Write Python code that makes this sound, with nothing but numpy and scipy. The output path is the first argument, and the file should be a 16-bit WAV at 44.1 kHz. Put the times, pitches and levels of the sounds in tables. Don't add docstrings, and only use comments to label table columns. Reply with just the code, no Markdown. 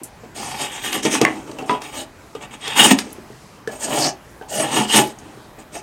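import sys
import numpy as np
from scipy import signal
from scipy.fft import rfft, irfft, next_fast_len
from scipy.io import wavfile

SR = 44100
rng = np.random.default_rng(int(sys.argv[2]) if len(sys.argv) > 2 else 0)


def how_loud(loudness_db):
    steps = np.asarray(loudness_db, float) / 20
    return 10 ** steps


def file_out(sig):
    cols = np.atleast_2d(sig).T
    lim = np.clip(cols, -1, 1)
    pcm = np.round(lim * 32767).astype(np.int16)
    wavfile.write(sys.argv[1], SR, pcm)


N = 256662

# (time [s], length [s], level [dB])
LEAF_GUSTS = [
    (2.097, 0.38, -58),
    (3.1, 0.57, -55),
    (4.148, 0.32, -60.5),
    (5.099, .5, -57.5),
]
# (time [s], length [s], start pitch [Hz], end pitch [Hz], level [dB])
BIRD_GLIDES = [
    (4.17, .085, 10000, 11020, -64.5),
    (4.25, 0.1, 10900, 10900, -67),
    (4.385, .04, 8600, 8000, -60),
]
# (frequency [Hz], density [dB per Hz])
HUM_SPECTRUM = [(13, -46), (22, -16), (53, -0.5), (87, -6.5), (118, 0.5), (194, -6.5), (241, -4.5),
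                (262, -7), (651, -9.5), (931, -10), (1800, -15.5), (2070, -16.5), (3690, -25),
                (6950, -27.5), (15900, -36)]
# (time [s], peak level [dB], pitch [Hz])
HAND_BUMPS = [
    (0.015, -26, 338),
    (1.217, -6, 277),
    (1.23, -5, 240),
    (2.929, -4.5, 277),
    (3.068, -24.5, 440),
    (3.184, -24, 372),
    (3.302, -26.5, 409.4),
    (5.373, -28.5, 386),
]
# (time [s], peak level [dB], centre [Hz], tail t60 [s])
CHIP_TICKS = [
    (0.0338, -14.5, 8900, 0.11),
    (1.66, -30, 7300, 0.16),
    (3.104, -33, 4840, 0.043),
    (3.129, -18.5, 10900, 0.03),
    (3.2394, -42, 3120, 0.06),
    (5.038, -17, 3120, 0.075),
    (5.0736, -23, 9450, 0.06),
    (5.187, -28, 6740, 0.096),
]
# (time [s], crack [dB], ring pitch [Hz], ring level [dB], thud [dB])
BLADE_KNOCKS = [(0.2353, -49, 890, -53, -36.5), (0.9288, -9.5, 2530, -33, -38),
                (1.0315, -15, 2580, -26, -48), (1.0513, -11, 910, -13, -23.5),
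                (1.2143, -4, 910, -16, -13.5), (1.465, -44, 910, -39, -49), (1.5138, -26.5, 1170, -35, -57),
                (1.5868, -27, 2700, -20, -28), (1.6258, -34, 1000, -33, -28), (1.8187, -20, 2680, -32, -45),
                (2.3506, -28.5, 1200, -26, -32.5), (2.6783, -13, 2860, -18, -38),
                (2.988, -5, 3040, -13.5, -42), (3.6747, -22.5, 1710, -16, -29),
                (4.4122, -43, 1550, -29, -34.5), (5.582, -52, 915, -47, -41)]
# (frequency [Hz], level [dB], t60 [s])
THUD_MODES = [(271, -32, 0.037), (453, 3.5, 0.05), (655, -8, 0.1), (758, -10, 0.24)]
BLOW_TIMES = [
    1.2508,
    1.6955,
]
BLOW_CRACKS = [
    -11,
    -37,
]
# (frequency [Hz], level [dB], t60 [s])
BREAK_FREE_MODES = [(247, -32.5, 0.2), (657, -29, 0.16), (750, -36, 0.17), (1110.5, -14.5, 0.092),
                    (1794, -21, 0.17), (2000, -31, 0.22), (2040, 5, 0.012), (2700, -14, 0.025)]
# (frequency [Hz], level [dB], t60 [s])
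TOUCH_DOWN_MODES = [(427, -21, 0.19), (810, -27, 0.11), (990, -14.5, 0.2), (1252, -16, 0.051),
                    (1630, -15.5, 0.022), (2000, -13.5, 0.018), (2520, -16.5, 0.018), (3370, -19.5, 0.03)]
# (frequency [Hz], width [Hz], level [dB])
BENCH_MODES = [(144.6, 31.5, -2.5), (217, 25, 1), (310.3, 40, 0), (371.5, 33, 0.5), (404, 86, -5.5)]
# (frequency [Hz], width [Hz], level [dB])
STICK_MODES = [(593, 91, -4), (662, 100, 5), (724, 75, 5), (812, 16, 10), (855.5, 32, 7.5), (976, 33, -2),
               (955, 11.7, -11), (1200, 39, -7)]
# (frequency [Hz], width [Hz], level [dB])
BLADE_MODES = [(1540, 60, -8), (1700, 40, -4), (1860, 80, -8), (2010, 70, -5), (2270, 60, -5),
               (2395, 50, -5), (2510, 55, -2), (2720, 80, -3), (2885, 80, 3), (2945, 60, 1), (3100, 90, -5),
               (3280, 60, -3), (3520, 110, -6), (3750, 60, -7)]
# (frequency [Hz], width [Hz], level [dB])
SPINE_MODES = [(2930, 136, 5.3), (2295, 310, -5)]
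# (frequency [Hz], level [dB])
EDGE_MODES = [(4580, -3.5), (5000, 6), (5480, 7.5), (5930, 6), (6250, 4.5), (6660, 5.5), (6910, 9),
              (7290, 12), (8350, 16), (8870, 8), (9730, 5), (10720, 5)]
# (frequency [Hz], density [dB per Hz])
FIBRE_SPECTRUM = [(2240, -22), (3800, -5.5), (4390, -5), (6060, -2.5), (7430, -3), (8030, -5), (10100, -9),
                  (14900, -20), (15900, -24)]
# (time [s], rise [s], fall [s], force [dB], fibre hiss over force [dB])
SLICES = [(0.342, 0.029, 0.45, -31.5, -3.5), (0.563, 0.053, 0.093, -26.5, -3.5),
          (0.66, 0.077, 0.15, -37, 0), (0.808, 0.047, 0.11, -29.5, 0.5), (0.909, 0.035, 0.079, -23, -5.5),
          (1.048, 0.0065, 0.057, -17, -9.5), (1.091, 0.051, 0.062, -19.5, -3),
          (1.798, 0.037, 0.11, -32.5, -8), (1.901, 0.1, 0.048, -26, -8), (2.401, 0.029, 0.038, -33, -11.5),
          (2.5, 0.041, 0.028, -38.5, -7), (2.593, 0.094, 0.27, -35, -0.5), (2.75, 0.051, 0.039, -12.5, -1),
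          (2.8, 0.047, 0.089, -14, -1), (2.9, 0.014, 0.02, -11.5, -0.5), (2.964, 0.028, 0.037, -34, 3.5),
          (3.79, 0.055, 0.023, -31.5, 8), (3.814, 0.16, 0.15, -18.5, -7.5),
          (3.935, 0.12, 0.057, -21.5, -4.5), (4.48, 0.072, 0.14, -27.5, 2), (4.54, 0.075, 0.17, -21, -10),
          (4.687, 0.081, 0.11, -15, -7.5), (4.862, 0.085, 0.026, -23, 0), (4.92, 0.044, 0.069, -10.5, -5)]
# (time [s], rise [s],
# fall [s], force [dB], fibre hiss over force [dB])
FURTHER_PUSHES = [(0.236, 0.0051, 0.037, -39, -37), (1.022, 0.016, 0.04, -28, -1.5),
                  (1.204, 0.013, 0.052, -11.5, -21.5), (1.27, 0.012, 0.24, -29.5, -14),
                  (1.461, 0.013, 0.26, -36, -16), (1.58, 0.009, 0.088, -27, -21),
                  (1.665, 0.039, 0.093, -23, -16.5), (2.35, 0.0025, 0.035, -33, -19),
                  (3.0, 0.042, 0.15, -39.5, -8), (3.12, 0.048, 0.25, -43.5, -24),
                  (3.673, 0.013, 0.042, -33.5, -16), (3.708, 0.0084, 0.17, -39, -1.5),
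                  (4.414, 0.0061, 0.034, -33.5, -36), (4.974, 0.015, 0.15, -24.5, -8),
                  (5.12, 0.12, 0.39, -44, -17), (5.582, 0.0073, 0.066, -41, -8),
                  (5.718, 0.038, 0.06, -32.5, -1)]
# (time [s], blade ring [dB], lean on the bench [dB], bending of the spine [dB])
GRIP = [(0.35, -2.5, -3.5, -3), (0.8, 3.5, -6, 0), (1.06, 0.8, 7, -2), (1.22, -0.5, 2, -9),
        (1.5, -6, 7.5, 0), (1.85, 2.8, -10.5, -4), (2.05, -4.5, 1.5, 4), (2.7, 6.5, -7, -5),
        (2.85, 1.5, 1, 4.5), (3.0, -4.5, 5.5, -7), (3.6, -6.5, -2.5, -3), (3.95, -4.5, -2, 3),
        (4.5, -6, -7.5, 3.5), (4.72, -0.5, -0.5, 3), (4.82, -2, -1, 6), (4.93, 3.5, -3, 6.5),
        (5.05, -6.5, 8.5, -1), (5.75, -4.5, 1, -4)]


def rms_one(x):
    return x / np.sqrt(np.mean(x ** 2) + 1e-20)


def at_hz(points, hz):
    points = np.array(points)
    return np.interp(np.log(hz), np.log(points[:, 0]), points[:, 1])


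def drift(rate):
    r = np.exp(-40 * np.pi * rate / SR)
    slow = signal.lfilter([1], [1, -2 * r, r * r], rng.standard_normal(N // 20 + 4002))[4000:]
    return np.interp(np.arange(N) / 20, np.arange(len(slow)), rms_one(slow - slow.mean()))


def band(x, low_hz, high_hz):
    sos = signal.butter(2, [low_hz, min(high_hz, 0.45 * SR)], "band", fs=SR, output="sos")
    return signal.sosfilt(sos, x) * np.sqrt(SR / 2 / (high_hz - low_hz))


def ring(clicks, hz, t60):
    r = how_loud(-60 / (max(t60, 0.002) * SR))
    w = 2 * np.pi * hz / SR
    return signal.lfilter([0, np.sin(w)], [1, -2 * r * np.cos(w), r * r], clicks + 1e-18)


def noise_puff(t60):
    t = np.arange(int(0.3 * SR)) / SR
    return rng.standard_normal(len(t)) * how_loud(-60 * t / max(t60, 0.003))


def add(out, s, sound):
    at = int(s * SR)
    out[at:at + len(sound)] += sound[:N - at]


def coloured(white, spectrum, patchy_db):
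    low, high = spectrum[0][0], spectrum[-1][0]
    edges = np.geomspace(low, high, int(3 * np.log2(high / low)) + 2)
    centres = np.sqrt(edges[1:] * edges[:-1])
    power = how_loud(2 * at_hz(spectrum, centres)) * np.diff(edges)
    out = 0
    for k, share in enumerate(np.sqrt(power / power.sum())):
        flicker = how_loud(patchy_db * drift(4.8))
        out = out + share * band(white[k % 2] * flicker, edges[k], edges[k + 1])
    return out


def resonant(drive, modes, tilt, widen, wander_db):
    out, power = 0, 0
    centre = np.sqrt(modes[0][0] * modes[-1][0])
    for k, (hz, width, level_db) in enumerate(modes):
        r = np.exp(-np.pi * width * widen / SR)
        gain = how_loud(level_db + tilt * np.log2(hz / centre) + wander_db * drift(4.76))
        numerator = np.array([1, 0, -1]) * (1 - r * r) / 2
        denominator = [1, -2 * r * np.cos(2 * np.pi * hz / SR), r * r]
        out = out + signal.lfilter(numerator, denominator, drive * gain * (-1) ** k)
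        power += how_loud(2 * level_db) * np.pi * width * widen / SR
    return out / np.sqrt(power)


def outdoor_hum():
    return how_loud(-44.5) * coloured(rng.standard_normal((2, N)), HUM_SPECTRUM, patchy_db=2.0)


def breeze():
    swell = np.zeros(N)
    for s, length, db in LEAF_GUSTS:
        add(swell, s, how_loud(db) * np.hanning(int(length * SR)) ** 0.6)
    return swell * band(rng.standard_normal(N), 3500, 9000)


def bird():
    out = np.zeros(N)
    for s, length, from_hz, to_hz, db in BIRD_GLIDES:
        hz = np.linspace(from_hz, to_hz, int(length * SR))
        fade = np.hanning(len(hz)) ** 0.45
        add(out, s, how_loud(db) * fade * np.sin(2 * np.pi * np.cumsum(hz) / SR))
    return out


def workshop(x):
    t60_s, wall_cut_hz = 0.25, 4400
    size = next_fast_len(N + SR)
    bins = np.arange(size // 2 + 1)
    turn = np.exp(-2j * np.pi * bins / size)
    dull = np.exp(-2 * np.pi * wall_cut_hz / SR)
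    wall = (1 - dull) / (1 - dull * turn)
    echo = 0
    for k, lag in enumerate((rng.uniform(0.009, 0.04, 10) * SR).astype(int)):
        loop = how_loud(-60 * lag / SR / t60_s) * wall * np.exp(-2j * np.pi * lag * bins / size)
        echo = echo + (-1) ** k * loop / (1 - loop)
    return irfft(rfft(x, size) * echo, size)[:N]


def bumps():
    out = np.zeros(N)
    push = np.pad(np.hanning(40) / 20, (0, 4000))
    for s, peak_db, hz in HAND_BUMPS:
        add(out, s, how_loud(peak_db) * ring(push, hz, 0.035))
    return out


def chips():
    out = np.zeros(N)
    for s, peak_db, hz, t60 in CHIP_TICKS:
        tick = band(noise_puff(0.003), hz * 0.94, hz * 0.99)
        fizz = band(noise_puff(t60), hz * 0.74, hz * 1.33)
        add(out, s, how_loud(peak_db - 9.0) * (tick + 0.49 * fizz))
    return out


def knocks():
    out = np.zeros(N)
    for s, crack_db, ring_hz, ring_db, thud_db in BLADE_KNOCKS:
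        puff = noise_puff(0.031)
        strike = np.pad(np.hanning(9) / 4, (0, len(puff) - 9)) + 0.094 * puff
        add(out, s, how_loud(crack_db - 8) * band(puff, 1240, 7000))
        tone = 0.51 * ring(strike, ring_hz, 0.065) + ring(strike, ring_hz * 1.01, 0.017)
        add(out, s, how_loud(ring_db - 8.5) * tone)
        push = signal.lfilter([0.15], [1, -0.85], strike) * 2.67
        for hz, db, t60 in THUD_MODES:
            add(out, s, how_loud(thud_db + db - 6 + rng.normal(0, 4.0)) * ring(push, hz, t60))
    return out


def blows():
    out = np.zeros(N)
    for s, modes, crack_db in zip(BLOW_TIMES, (BREAK_FREE_MODES, TOUCH_DOWN_MODES), BLOW_CRACKS):
        puff = noise_puff(0.0059)
        strike = np.pad(np.hanning(7) / 3, (0, len(puff) - 7)) + 0.027 * noise_puff(0.023)
        add(out, s, how_loud(crack_db) * band(puff, 2000, 8900))
        for hz, db, t60 in modes:
            add(out, s, how_loud(db) * ring(strike, hz, t60))
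    return out


def pushes(fall_power):
    t = np.arange(0, N, 32) / SR
    s, rise, fall, db, hiss_db = np.transpose(list(SLICES) + list(FURTHER_PUSHES))[:, :, None]
    rise, fall = np.maximum(rise, 0.002), np.maximum(fall, 0.002)
    swell = np.clip((t - s) / rise, 0, 1) ** 0.98
    ease = np.clip((s + rise + fall - t) / fall, 0, 1) ** fall_power

    def summed(level_db):
        power = ((swell * ease * how_loud(level_db)) ** 2).sum(axis=0)
        return np.interp(np.arange(N) / SR, t, np.sqrt(power))

    steel_db = db + 0.5 * np.maximum(hiss_db, -21)
    return summed(db), summed(steel_db), summed(db + hiss_db)


def tearing(per_s, size_db, clump_db):
    sizes = how_loud(size_db * np.minimum(rng.exponential(1, N), 5)) * rng.choice([-1, 1], N)
    snaps = rng.random(N) < per_s / SR
    return rms_one(sizes * snaps * how_loud(clump_db * drift(73)))


def edge_hiss(drive, width_hz, spread_db, count):
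    size = next_fast_len(N + 4096)
    hz = np.maximum(np.arange(size // 2 + 1) * SR / size, 1)[::16]
    strong_hz, strong_db = np.transpose(EDGE_MODES)
    many_hz = np.linspace(4100, 15700, count) + rng.uniform(-95, 72, count)
    modes = np.concatenate([strong_hz, many_hz])
    levels = np.concatenate([strong_db + 0.91, np.zeros(count)])
    poles = 1 / (1 + 2j * (hz[:, None] - modes) / (width_hz * (modes / 6000) ** 0.55))
    spread = spread_db * rng.standard_normal((3, len(modes)))
    signs = rng.choice([-1, 1], (3, len(modes)))
    out = 0
    for shares in how_loud(levels + spread) * signs:
        response = poles @ shares * how_loud(at_hz(FIBRE_SPECTRUM, hz))
        response /= np.sqrt(np.mean(np.abs(response) ** 2) * 3)
        impulse = irfft(response)[:4096]
        out = out + signal.fftconvolve(drive * how_loud(3.0 * drift(5.2)), impulse)[:N]
    return out


def strokes():
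    s, *columns = np.transpose(GRIP)
    ring_db, lean_db, spine_db = [np.interp(np.arange(N) / SR, s, column) for column in columns]
    wood = pushes(fall_power=1.3)[0]
    steel, hiss = pushes(fall_power=1.1)[1:]
    hiss = hiss * how_loud(-0.56)
    tilt = 1.15 + 4 * ring_db

    force = tearing(6000, size_db=3.5, clump_db=2.5)
    bench = force * wood * how_loud(-3 + lean_db / 2)
    stick = force * wood * how_loud(-lean_db / 2)
    blade_level = steel * how_loud(2.5 + ring_db)
    blade = force * blade_level

    out = resonant(bench, BENCH_MODES, 0, widen=0.98, wander_db=2.0)
    out += how_loud(-10.0) * band(bench, 189, 542)
    out += how_loud(-4.5) * resonant(stick, STICK_MODES, tilt, widen=0.98, wander_db=2.5)
    out += how_loud(-9.0) * band(stick, 386, 1180)
    out += how_loud(-5.0) * resonant(blade, BLADE_MODES, 0.67 * tilt, widen=1.45, wander_db=1.7)
    out += how_loud(-6) * band(band(blade, 1310, 3380), 1380, 3010) * 0.43
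    out += how_loud(-7.5) * resonant(blade * how_loud(spine_db), SPINE_MODES, 0, widen=0.71, wander_db=2.3)
    out += how_loud(-21.5) * band(blade, 1100, 1950)

    splinters = tearing(600, size_db=2.4, clump_db=2.0)
    out += how_loud(-16) * band(splinters * blade_level, 1500, 7000)
    fine = np.array([tearing(14000, size_db=3.0, clump_db=-0.5), tearing(14000, size_db=2.5, clump_db=2.0)])
    out += how_loud(-3.5) * edge_hiss(fine[0] * hiss, width_hz=42, spread_db=2.0, count=56)
    return out + how_loud(-2.5) * coloured(fine * hiss, FIBRE_SPECTRUM, patchy_db=5.0)


def scene():
    work = strokes() + knocks() + blows() + chips() + bumps()
    no_bass = signal.butter(4, 123, "high", fs=SR, output="sos")
    work = signal.sosfilt(no_bass, work)
    return (work + how_loud(-14) * workshop(work) + outdoor_hum() + bird() + breeze())[None]


def roll_off(x):
    return signal.sosfilt(signal.butter(12, 16020, fs=SR, output="sos"), x)


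def record(dry):
    mix = np.clip(dry, -1, 1)
    return roll_off(mix)


dry = scene()
out = record(dry)
file_out(out)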